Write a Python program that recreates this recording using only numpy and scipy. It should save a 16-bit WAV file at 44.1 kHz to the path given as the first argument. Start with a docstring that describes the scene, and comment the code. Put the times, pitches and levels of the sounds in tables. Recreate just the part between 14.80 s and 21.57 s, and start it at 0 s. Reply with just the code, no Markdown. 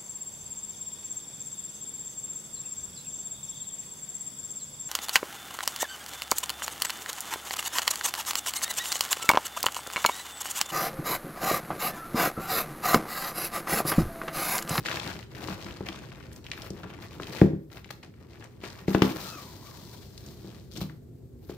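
"""Quiet room, two microphone ports close to a stuffed bundle of plastic tarp on the floor, the left one nearer.
From the start hands tie a cord round it: the sheet crackles in clumps of tiny clicks and snaps at its creases.
A cord winder and the jerking cord thump it like a slack drum, its modes ringing, loudest past two and four seconds.
Then the cord slides out through a loop with a hiss and a noisy whistle; a few small moves and blows follow.
Ventilation, a shaped noise, rumbles below throughout; the recorder's gain control turns it down after loud blows."""
import sys
import numpy as np
from scipy import signal
from scipy.fft import rfft, irfft, next_fast_len
from scipy.io import wavfile
from scipy.ndimage import uniform_filter1d, map_coordinates

SR = 44100
rng = np.random.default_rng(int(sys.argv[2]) if len(sys.argv) > 2 else 0)


def put_to_file(sound):
    """Save the sound as 16-bit audio at rate SR, in the file named by the first command-line argument."""
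    columns = np.atleast_2d(sound).T  # one column per channel
    safe = np.clip(columns, -1, 1)
    whole_steps = np.round(safe * 32767)
    wavfile.write(sys.argv[1], SR, whole_steps.astype(np.int16))


N = 298541


def from_db(db):
    """dB to gain."""
    return 10 ** (np.asarray(db) / 20)


def rms_one(x):
    """Scaled to rms 1."""
    return x / np.sqrt(np.mean(x ** 2) + 1e-20)


def in_time(rows):
    """Curve columns read at every sample."""
    s, *columns = np.vstack(rows).T
    return [np.interp(np.arange(N) / SR, s, c) for c in columns]


def at_hz(points, hz):
    """Spectrum read on a log-frequency axis."""
    point_hz, value = np.array(points).T
    return np.interp(np.log(hz), np.log(point_hz), value)


def butter(order, hz, kind, x):
    """Low- or high-pass with a maximally flat passband."""
    return signal.sosfilt(signal.butter(order, hz, kind, fs=SR, output="sos"), x)


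def drift(rate_hz):
    """Slow random wander of spread 1, drawn at every 40th sample."""
    r = np.exp(-80 * np.pi * rate_hz / SR)
    noise = rng.standard_normal(N // 40 + 2002)
    slow = signal.lfilter([1], [1, -2 * r, r * r], noise)[2000:]      # the filter has settled by then
    return np.interp(np.arange(N) / 40, np.arange(len(slow)), rms_one(slow))


def resonance(x, hz, width_hz):
    """Two-pole peak, gain 1 on top."""
    r = np.exp(-np.pi * width_hz / SR)
    zeros = np.array([1, 0, -1]) * (1 - r * r) / 2
    return signal.lfilter(zeros, [1, -2 * r * np.cos(2 * np.pi * hz / SR), r * r], x)


def ring(force, hz, t60):
    """A unit click sets a sine of height 1 ringing."""
    r, w = from_db(-60 / (t60 * SR)), 2 * np.pi * hz / SR
    return signal.lfilter([0, np.sin(w)], [1, -2 * r * np.cos(w), r * r], force + 1e-18)


# Moves of the hands on the sheet, close to the ports. Each row: start in seconds, length in seconds,
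# nominal crackle level in dB, swell over the move in dB, then crispness, pressure on the bundle and treble,
# each in dB relative to the crackle.
HAND_MOVES = [(0.0, 0.0061, -50, -2, -3.5, 3, -3), (0.05, 0.13, -37.5, 2, -3.5, -7, -13),
              (0.229, 0.18, -40, -9, -4, -0.5, -12), (0.525, .2, -49, 6.5, -5.5, 2, -10.5),
              (0.797, 0.28, -44.5, -13, -4.5, -2, -12), (1.06, 0.026, -40, -6.5, -6.5, -8, -11),
              (1.12, .08, -47.5, -5, -3.5, -1, -17), (1.19, 0.28, -53, -2.5, -7, -0.5, -13.5),
              (1.513, 0.066, -56.5, -3, -2.5, 7.5, -4), (1.638, .1, -53.5, -0.5, -5.5, 1, -9),
              (1.76, 0.11, -52, 4.5, -9.5, -4, -7.5), (1.935, 0.082, -55, -1, -7, 8.5, -10.5),
              (2.032, 0.0095, -48, -1, -33, 7.5, -22), (2.068, .11, -53, 2, -13, 0.5, -18),
              (2.206, 0.035, -50, 2.5, -4.5, 2.5, -10), (2.309, 0.31, -54, 10.5, -3.5, 3, -8.5),
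              (2.909, 0.055, -58, 8.5, -5.5, -3, -6), (3.058, 0.011, -46, -13.5, -3, -1, -10),
              (3.105, 0.012, -40, -17, -1, -8, -2.5), (3.23, 0.028, -51, -12, -2, -13, -13),
              (3.341, 0.1, -71, 8, -7.5, -2, -16), (3.492, 0.15, -61, 8.5, -8, -0.5, -16),
              (3.691, 0.14, -68.5, 0.5, -5, 9, -8), (3.835, 0.015, -47, 1, -4, -6, -14),
              (3.82, 0.21, -53, -1.5, -3.5, -1, -9), (4.079, 0.084, -47.5, 2.5, 0, -10.5, -4),
              (4.214, .1, -39, -4, -4, 2, -6), (4.35, 0.048, -41, -6.5, -8.5, 2, -5),
              (5.44, 0.055, -71, 1.5, 5, 17, 1), (5.612, 0.17, -61.5, 1.5, 1.5, 7, -6),
              (5.906, 0.071, -70, 16.5, 8.5, 13, 3), (6.005, 0.016, -48.5, -1, 0, 11, 1.5),
              (6.082, 0.053, -64.5, -7, -6, 4, -5), (6.612, .08, -73, 3, 0.5, 17, 6),
              (6.697, 0.05, -48, -12.5, -2.5, -11, -5)]
# The cord sliding over the sheet. 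Each row: time in seconds, nominal hiss level in dB.
CORD_SLIDE = [(4.3, -57), (4.44, -47.5), (4.56, -52), (4.66, -54), (4.8, -60.5), (4.87, -56.5),
              (5.1, -56.5), (5.3, -63), (5.5, -59), (5.6, -62), (5.78, -65.5), (5.88, -69)]
# The sheet under the sliding cord, and at rest. Each holds: crispness, treble and pressure in dB relative
# to the crackle, smooth share from 0 to 1.
UNDER_CORD = (2, -4, 1, 0.73)
AT_REST = (-0.5, 1.5, 20, 0.9)
REST_DB = -79
ATTACK_SHARE = 0.34   # a move swells in over this share of its length, half of it before the start
MOVE_RELEASE_DB_PER_S, MOVE_SMOOTH = 301, 0.22   # fade after a move; smooth share 0-1


def handling():
    """Moves, sliding cord and resting sheet add in power: crackle, crispness, treble, smooth share, pressure."""
    t = np.arange(N) / SR
    powers = 0
    for s, length, db, swell_db, crisp_db, press_db, treble_db in HAND_MOVES:
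        swell = swell_db * np.clip((t - s) / length, 0, 1)
        release = MOVE_RELEASE_DB_PER_S * np.maximum(t - s - length, 0)
        attack = np.clip((t - s) / (ATTACK_SHARE * length) + 0.5, 0, 1)
        power = (attack * from_db(db + swell - release)) ** 2
        shares = [1, *from_db([crisp_db, treble_db, press_db]) ** 2, MOVE_SMOOTH]
        powers = powers + np.outer(shares, power)
    first, last = CORD_SLIDE[0][0], CORD_SLIDE[-1][0]
    on = np.interp(t, [first - 0.06, first, last, last + 0.06], [0, 1, 1, 0])
    sliding_gain = on * from_db(*in_time(CORD_SLIDE))
    resting_gain = from_db(REST_DB) * np.ones(N)
    for gain, (*rel_db, smooth) in ((sliding_gain, UNDER_CORD), (resting_gain, AT_REST)):
        powers = powers + np.outer([1, *from_db(rel_db) ** 2, smooth], gain ** 2)
    level_db, crisp_db, treble_db, pressure_db = 10 * np.log10(powers[:4])
    smooth_share = powers[4] / powers[0]
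    return level_db, crisp_db - level_db, treble_db - level_db, smooth_share, pressure_db


# Colour of the tarp heard close by, relative within each of three bands (up to 2800, to 7500, above).
# Each row: frequency in Hz, weight in dB.
TARP_COLOUR = [(290, -31), (500, 7), (621, 9), (688, 1), (906, 6.5), (1030, 4.5), (2810, -0.5), (4530, 4.5),
               (9360, -64), (15100, -33), (16000, -32)]
GRAINS_PER_S = 1200   # nominal; the clumps thicken and thin it


def crackle(level_db, crisp_db, treble_db, sliding):
    """Tiny creases click in clumps over a sliding hiss; each patch of sheet has its pitch, each click its place."""
    sizes = from_db(2.34 * np.minimum(rng.exponential(1, N), 3.3)) * rng.choice([-1, 1], N)
    clumps = drift(30)
    struck = rng.random(N) < GRAINS_PER_S * from_db(4.0 * clumps) / SR
    clicks = rms_one(sizes * struck)
    pitches = np.geomspace(500, 15000, 14)
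    dealt = rng.integers(0, len(pitches), N)      # which patch each click falls on
    hiss = rng.standard_normal((4, N)) * from_db(1.6 * clumps)
    smooth = np.clip(sliding, 0, 1)
    clicks = np.sqrt(len(pitches) * (1 - smooth)) * clicks
    hiss = np.sqrt(smooth) * hiss
    place, bands = rng.choice([-1, 1], N), np.zeros((3, 2, N))
    for k, hz in enumerate(pitches):
        wide = np.clip(0.45 * (hz / 4000) ** 0.61, 0, 0.9)      # short waves reach the two ports less alike
        own = clicks * (dealt == k) * min(1, (3500 / hz) ** 0.77)      # the treble is more slide than click
        both = own + hiss[k % 2]
        apart = own * place + hiss[2 + k % 2]
        stereo = np.sqrt(1 - wide) * both + np.sqrt(wide) * apart * [[1], [-1]]
        patch = resonance(stereo, hz, 0.32 * hz)
        # steeper skirts: a small crease sounds in a narrow band
        patch = resonance(patch, hz, min(2.4 * hz, 9000))
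        bands[np.searchsorted([2800, 7500], hz)] += from_db(at_hz(TARP_COLOUR, hz)) * patch
    crisp = butter(1, 2000, "high", bands[1])
    top = butter(2, 6000, "high", bands[2])
    thin_creases = from_db(crisp_db + 5.5) * rms_one(crisp) + from_db(treble_db + 4) * rms_one(top)
    return from_db(level_db - 2.5) * (1.86 * rms_one(bands[0]) + thin_creases)


# Single creases snapping over, close to the ports. Each row: time in seconds, peak of the body in dB
# before panning, centre in Hz, bright edge in dB relative to the body's peak.
CREASE_SNAPS = [(0.0593, -18.5, 1610, -24), (0.0665, -21, 3540, -28), (0.086, -17, 1750, -17),
                (0.114, -19.5, 1930, -14), (0.171, -20.5, 1710, -11), (0.1987, -23, 2930, -24),
                (0.2633, -39, 3690, -13), (0.2926, -30, 1530, -20), (0.3152, -29, 1680, -13),
                (0.4277, -30.5, 2030, -27), (0.5495, -34, 1890, -18), (0.6856, -33, 2230, -12),
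                (0.71, -29, 1750, -12), (0.8257, -32, 2410, -14), (0.845, -29, 3500, -17),
                (0.865, -31, 1400, -20), (0.9095, -31.5, 2300, -20), (1.0678, -30.5, 1750, -15),
                (1.0868, -23, 2740, -20), (1.1275, -31, 2740, -20), (1.1893, -36, 4750, -14),
                (1.3188, -32, 1550, -23), (1.4271, -38.5, 2000, -21), (1.5163, -41.5, 1500, -8),
                (1.5299, -34, 8160, -10), (1.562, -32, 5740, -13), (1.643, -37, 3150, -15),
                (1.6658, -29.5, 2440, -22), (1.7158, -18, 2480, -25), (1.734, -27, 2050, -24),
                (1.777, -30, 1690, -16), (1.82, -26, 3900, -12), (1.904, -28, 4900, -11),
                (2.0336, -32, 1470, -21), (2.077, -47, 1280, -28), (2.13, -40, 1280, -18),
                (2.2228, -36.5, 2500, -19), (2.3087, -40, 2220, -20), (2.362, -43, 3110, -17),
                (2.4, -40, 1560, -7), (2.4326, -25, 2490, -19), (2.4699, -31, 2710, -12),
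                (2.5052, -33, 1760, -16), (2.5717, -45, 1900, -6), (2.615, -17, 1430, -26),
                (2.9017, -46, 1580, -16), (2.972, -33.5, 2430, -22), (3.045, -32.5, 2200, -22),
                (3.0909, -41, 1680, -3), (3.106, -29.5, 1780, -18), (3.2312, -35, 2250, -14),
                (3.3397, -47, 1530, -21), (3.616, -45, 1690, -14), (3.6243, -38, 1330, -12),
                (3.642, -35.5, 6500, -3), (3.814, -41, 2190, -12), (3.839, -31, 2200, -18),
                (3.8763, -35, 4300, -17), (3.902, -29.5, 3900, -11), (3.9872, -40, 2120, -19),
                (4.0808, -28, 1500, -16), (4.148, -13.5, 1350, -20), (4.2208, -9.5, 1890, -26),
                (5.3779, -27.5, 4070, -21), (5.4635, -33, 5200, -10), (5.487, -37, 3500, -20),
                (5.937, -37, 5070, -5), (5.9752, -26, 4470, -16), (6.0139, -27.5, 3100, -18),
                (6.097, -41, 1590, -21), (6.694, -47, 4210, -18)]
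SNAP_PAN_DB, SNAP_SCATTER_DB = 4.5, 3   # left over right, and its spread


def snaps():
    """A sharp click coloured by the crease with a bright edge, then a short noisy tail."""
    length = 2000
    out, t = np.zeros((2, N + length)), np.arange(length) / SR
    tails = rng.standard_normal((len(CREASE_SNAPS), 2, length))
    pans_db = SNAP_PAN_DB + SNAP_SCATTER_DB * tails[:, 0, 0]
    for (s, db, hz, edge_db), noise, pan_db in zip(CREASE_SNAPS, tails, pans_db):
        force = 0.13 * noise * from_db(-60 * t / 0.025)
        force[:, 0] = 1
        body = resonance(resonance(force, hz, 0.65 * hz), hz, 1.8 * hz)
        edge = butter(2, 5000, "high", force * from_db(-60 * t / 0.0081))
        snap = body / np.abs(body).max() + from_db(edge_db) * edge
        at = round(s * SR)
        out[:, at:at + length] += snap * from_db(db + pan_db / 2 * np.array([[1], [-1]]))
    return out[:, :N]


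# Blows on the bundle, close to the ports. Each row: time in seconds, nominal slap in dB, nominal thump in dB,
# lowest modes in dB relative to the thump, upper modes in dB relative to the thump.
BUNDLE_BLOWS = [(0.685, -24, -35.5, 4, 9.5), (1.006, -21.5, -28.5, -31, 9), (1.089, -22, -31.5, -22, -21),
                (1.904, -42, -32.5, -26, 8), (2.399, -19, -40.5, -15, 14), (2.615, -18, -3, -2, 2.5),
                (2.731, -62, -20, -2, -18), (3.106, -51, -42.5, -8, -1), (3.835, -29, -40.5, -4.5, 13),
                (4.0804, -16.5, -15, -9.5, 3), (4.147, -8, -11, -12.5, 3.5), (4.2193, -5, -7, -10.5, 0.5),
                (5.644, -59, -34.5, -16, 0), (6.013, -24.5, -25.5, 1.5, -18), (6.099, -36, -39.5, 3, -6),
                (6.695, -36.5, -39.5, -23, 18.5)]
# Modes of the bundle and the air in it. Each row: frequency in Hz, relative level in dB,
# time to fall 60 dB after a blow in seconds.
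BUNDLE_MODES = [(84, -8.5, 0.16), (115, -0.5, 0.096), (152.8, -11.5, 0.38), (195, -1.5, 0.15),
                (260.3, -16, 0.36), (321.8, 0, 0.14), (357.3, -12.5, 0.24), (395.3, -5.5, 0.12),
                (428.3, -11.5, 0.15), (499, -8.5, 0.074), (557, -18, 0.13), (655, -23, 0.16),
                (768, -26, 0.11)]
HARDNESS_HZ = 520   # a push lasts half a cycle of this


def bundle(pressure_db):
    """Blows (half-sine pushes) and kneading noise ring the modes; each blow also slaps the sheet."""
    count, t = len(BUNDLE_MODES), np.arange(8000) / SR
    force, slap = np.zeros((count, N)), np.zeros(N)
    mode_hz = np.array(BUNDLE_MODES)[:, :1]
    lowest, upper = mode_hz < 180, mode_hz > 340
    settle = rng.standard_normal((count, len(t)))
    spots_db = 2.2 * rng.standard_normal((len(BUNDLE_BLOWS), count, 1))      # where it lands weights the modes
    push = np.sin(np.linspace(0, np.pi, int(SR / HARDNESS_HZ / 2)))
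    for (s, slap_db, db, low_db, upper_db), spot_db in zip(BUNDLE_BLOWS, spots_db):
        # the sheet slaps first, the stuffing gives way after
        at, sunk = round(s * SR), round((s + 0.0015) * SR)
        weight_db = db - 4 + spot_db + upper_db * upper
        # the stuffing settles noisily for a moment, which blurs the modes
        settling = from_db(weight_db + low_db * lowest - 39.5 - 60 * t / 0.18) * settle
        force[:, sunk:sunk + len(t)] += settling[:, :N - sunk]
        # the whole bundle swells while its skin dents: the lowest modes start in opposite phase
        direction = np.where(lowest, from_db(low_db), -1)
        force[:, sunk:sunk + len(push)] += direction * from_db(weight_db) * push / push.sum()
        slap_fade = from_db(slap_db - 60 * t / 0.0084) + from_db(slap_db - 12 - 60 * t / 0.099)
        slap[at:at + len(t)] += slap_fade[:N - at]
    knead = from_db(pressure_db - 19.5 + 2.86 * drift(31.5)) * rng.standard_normal(N)
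    out = from_db(7.0) * resonance(resonance(slap * rng.standard_normal(N), 870, 580), 490, 1000)
    for k, (hz, db, t60) in enumerate(BUNDLE_MODES):
        out += from_db(db) * ring(force[k], hz, t60)
        # resting hands damp the modes
        out += from_db(db) * (-1) ** k * ring(knead * ~lowest[k], hz, 0.3 * t60)
    return out


# Cord running through its loop, close by. Each row: time in seconds, whistle pitch in Hz,
# nominal whistle level in dB.
CORD_WHISTLE = [(4.38, 1063, -48), (4.438, 1302, -47.5), (4.55, 1294, -41.5), (4.632, 1002, -53),
                (4.804, 897, -56), (4.874, 1205, -52), (4.96, 988, -55), (5.2, 956, -67), (5.3, 975, -93)]
# Steady rub resonance of the cord: centre in Hz, width in Hz, level in dB relative to the whistle.
RUB_RESONANCE = (5860, 720, -10)


def cord():
    """Rub noise in a gliding resonance and its octave, with a steady one above."""
    hz, db = in_time(CORD_WHISTLE)
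    first, last = CORD_WHISTLE[0][0], CORD_WHISTLE[-1][0]
    on = np.interp(np.arange(N) / SR, [first - 0.05, first, last, last + 0.13], [0, 1, 1, 0])
    slow = butter(2, 75, "low", rng.standard_normal((4, N)))
    turn = 2 * np.pi * np.cumsum(hz) / SR      # two slow noises in quadrature make a noise band round the pitch
    whistle = rms_one(slow[0] * np.cos(turn) + slow[1] * np.sin(turn))
    octave_db = -9 + 0.5 * (db - db.max())      # a harder pull brings out the octave
    octave = from_db(octave_db) * rms_one(slow[2] * np.cos(2 * turn) + slow[3] * np.sin(2 * turn))
    rub_hz, rub_width_hz, rub_db = RUB_RESONANCE
    rub = from_db(rub_db) * rms_one(resonance(rng.standard_normal(N), rub_hz, rub_width_hz))
    return on * from_db(db - 1.5 + 1.5 * drift(21)) * (whistle + octave + rub)


ROOM_T60_S, ROOM_TREBLE_T60_S, WALL_CUT_HZ = 0.39, 0.4, 2800


def room(x):
    """Dense echoes that die away, bass and treble nearly together; long waves reach both ports alike."""
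    t = np.arange(SR // 2) / SR
    echoes = rng.standard_normal((2, len(t))) * (t > 0.004)
    dull = butter(1, WALL_CUT_HZ, "low", echoes)
    echoes = dull * from_db(-60 * t / ROOM_T60_S) + (echoes - dull) * from_db(-60 * t / ROOM_TREBLE_T60_S)
    apart = butter(1, 350, "high", echoes[1] - echoes[0])
    echoes[1] = echoes[0] + apart
    echoes = butter(2, 300, "high", echoes)      # the echoes are thin, without deep bass
    return signal.fftconvolve(x[None], echoes / np.sqrt(np.sum(echoes[0] ** 2)), axes=1)[:, :N]


# Colour of the ventilation across the room. Each row: frequency in Hz, relative density in dB per Hz.
AIR_COLOUR = [(15, -62.5), (25, -34), (30, -50.5), (42, -9), (123, -1.5), (206, -16.5), (242, -8),
              (293, -26.5), (373, -11), (476, -21.5), (531, -27), (863, -45.5), (5730, -54), (8140, -47),
              (16000, -82.5)]
# How alike the room noise is at the two ports. 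Each row: frequency in Hz, likeness from 0 to 1.
PORT_LIKENESS = [(60, 1), (240, 0.64), (950, 0.084), (3770, 0.09), (15000, 0.03)]
AIR_DB = -47   # rms over both ports, before the gain control


def ventilation():
    """Steady stereo noise, alike in the bass."""
    size = next_fast_len(N)
    hz = np.arange(1, size // 2 + 2) * SR / size
    alike = np.clip(at_hz(PORT_LIKENESS, hz), -1, 1)
    mid, side = rfft(rng.standard_normal((2, size))) * from_db(at_hz(AIR_COLOUR, hz))
    both = np.sqrt(1 + alike) * mid + np.sqrt(1 - alike) * side * [[1], [-1]]
    return from_db(AIR_DB) * rms_one(irfft(both, size)[:, :N])


def gain_control(near):
    """Gain for the rumble: the recorder's gain control turns it down after loud blows and lets it back slowly."""
    t = np.arange(N) / SR
    level_db = 10 * np.log10(uniform_filter1d(near ** 2, 441) + 1e-12)
    excess_db = np.maximum(0.42 * (level_db + 19.0), 0)
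    # a peak hold that comes back by 2.64 dB a second; the small difference of slopes deepens it slowly
    held_db = np.maximum.accumulate(excess_db + 2.76 * t) - 2.64 * t
    pole = np.exp(-1 / (0.054 * SR))
    return from_db(-signal.lfilter([1 - pole], [1, -pole], np.maximum(held_db, 0)))


RIGHT_LAG_S, RIGHT_TREBLE_DB = 5e-5, -5.5


def scene():
    """The bundle lies nearer the left port: the right one hears it later and shaded."""
    *sheet, pressure_db = handling()
    left, right = crackle(*sheet) + bundle(pressure_db) + cord()
    dull = butter(1, 250, "low", right)      # the bass bends round unshaded
    right = dull + from_db(RIGHT_TREBLE_DB) * (right - dull)
    near = np.array([left, right]) + snaps()
    near[1] = map_coordinates(near[1], [np.arange(N) - RIGHT_LAG_S * SR], order=3)
    return near + from_db(-6.5) * room(near.mean(0)) + gain_control(near[0]) * ventilation()


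CEILING, CUTOFF_HZ = 0.96, 16500   # full scale is 1; stopband edge


def record(dry):
    """The microphones lose the deep bass; the highest peaks are rounded, the top is cut."""
    thin = butter(3, 48, "high", dry)
    rounded = thin / (1 + (thin / CEILING) ** 8) ** 0.125
    return signal.sosfilt(signal.cheby2(14, 70, CUTOFF_HZ, fs=SR, output="sos"), rounded)


dry = scene()
out = record(dry)
put_to_file(out)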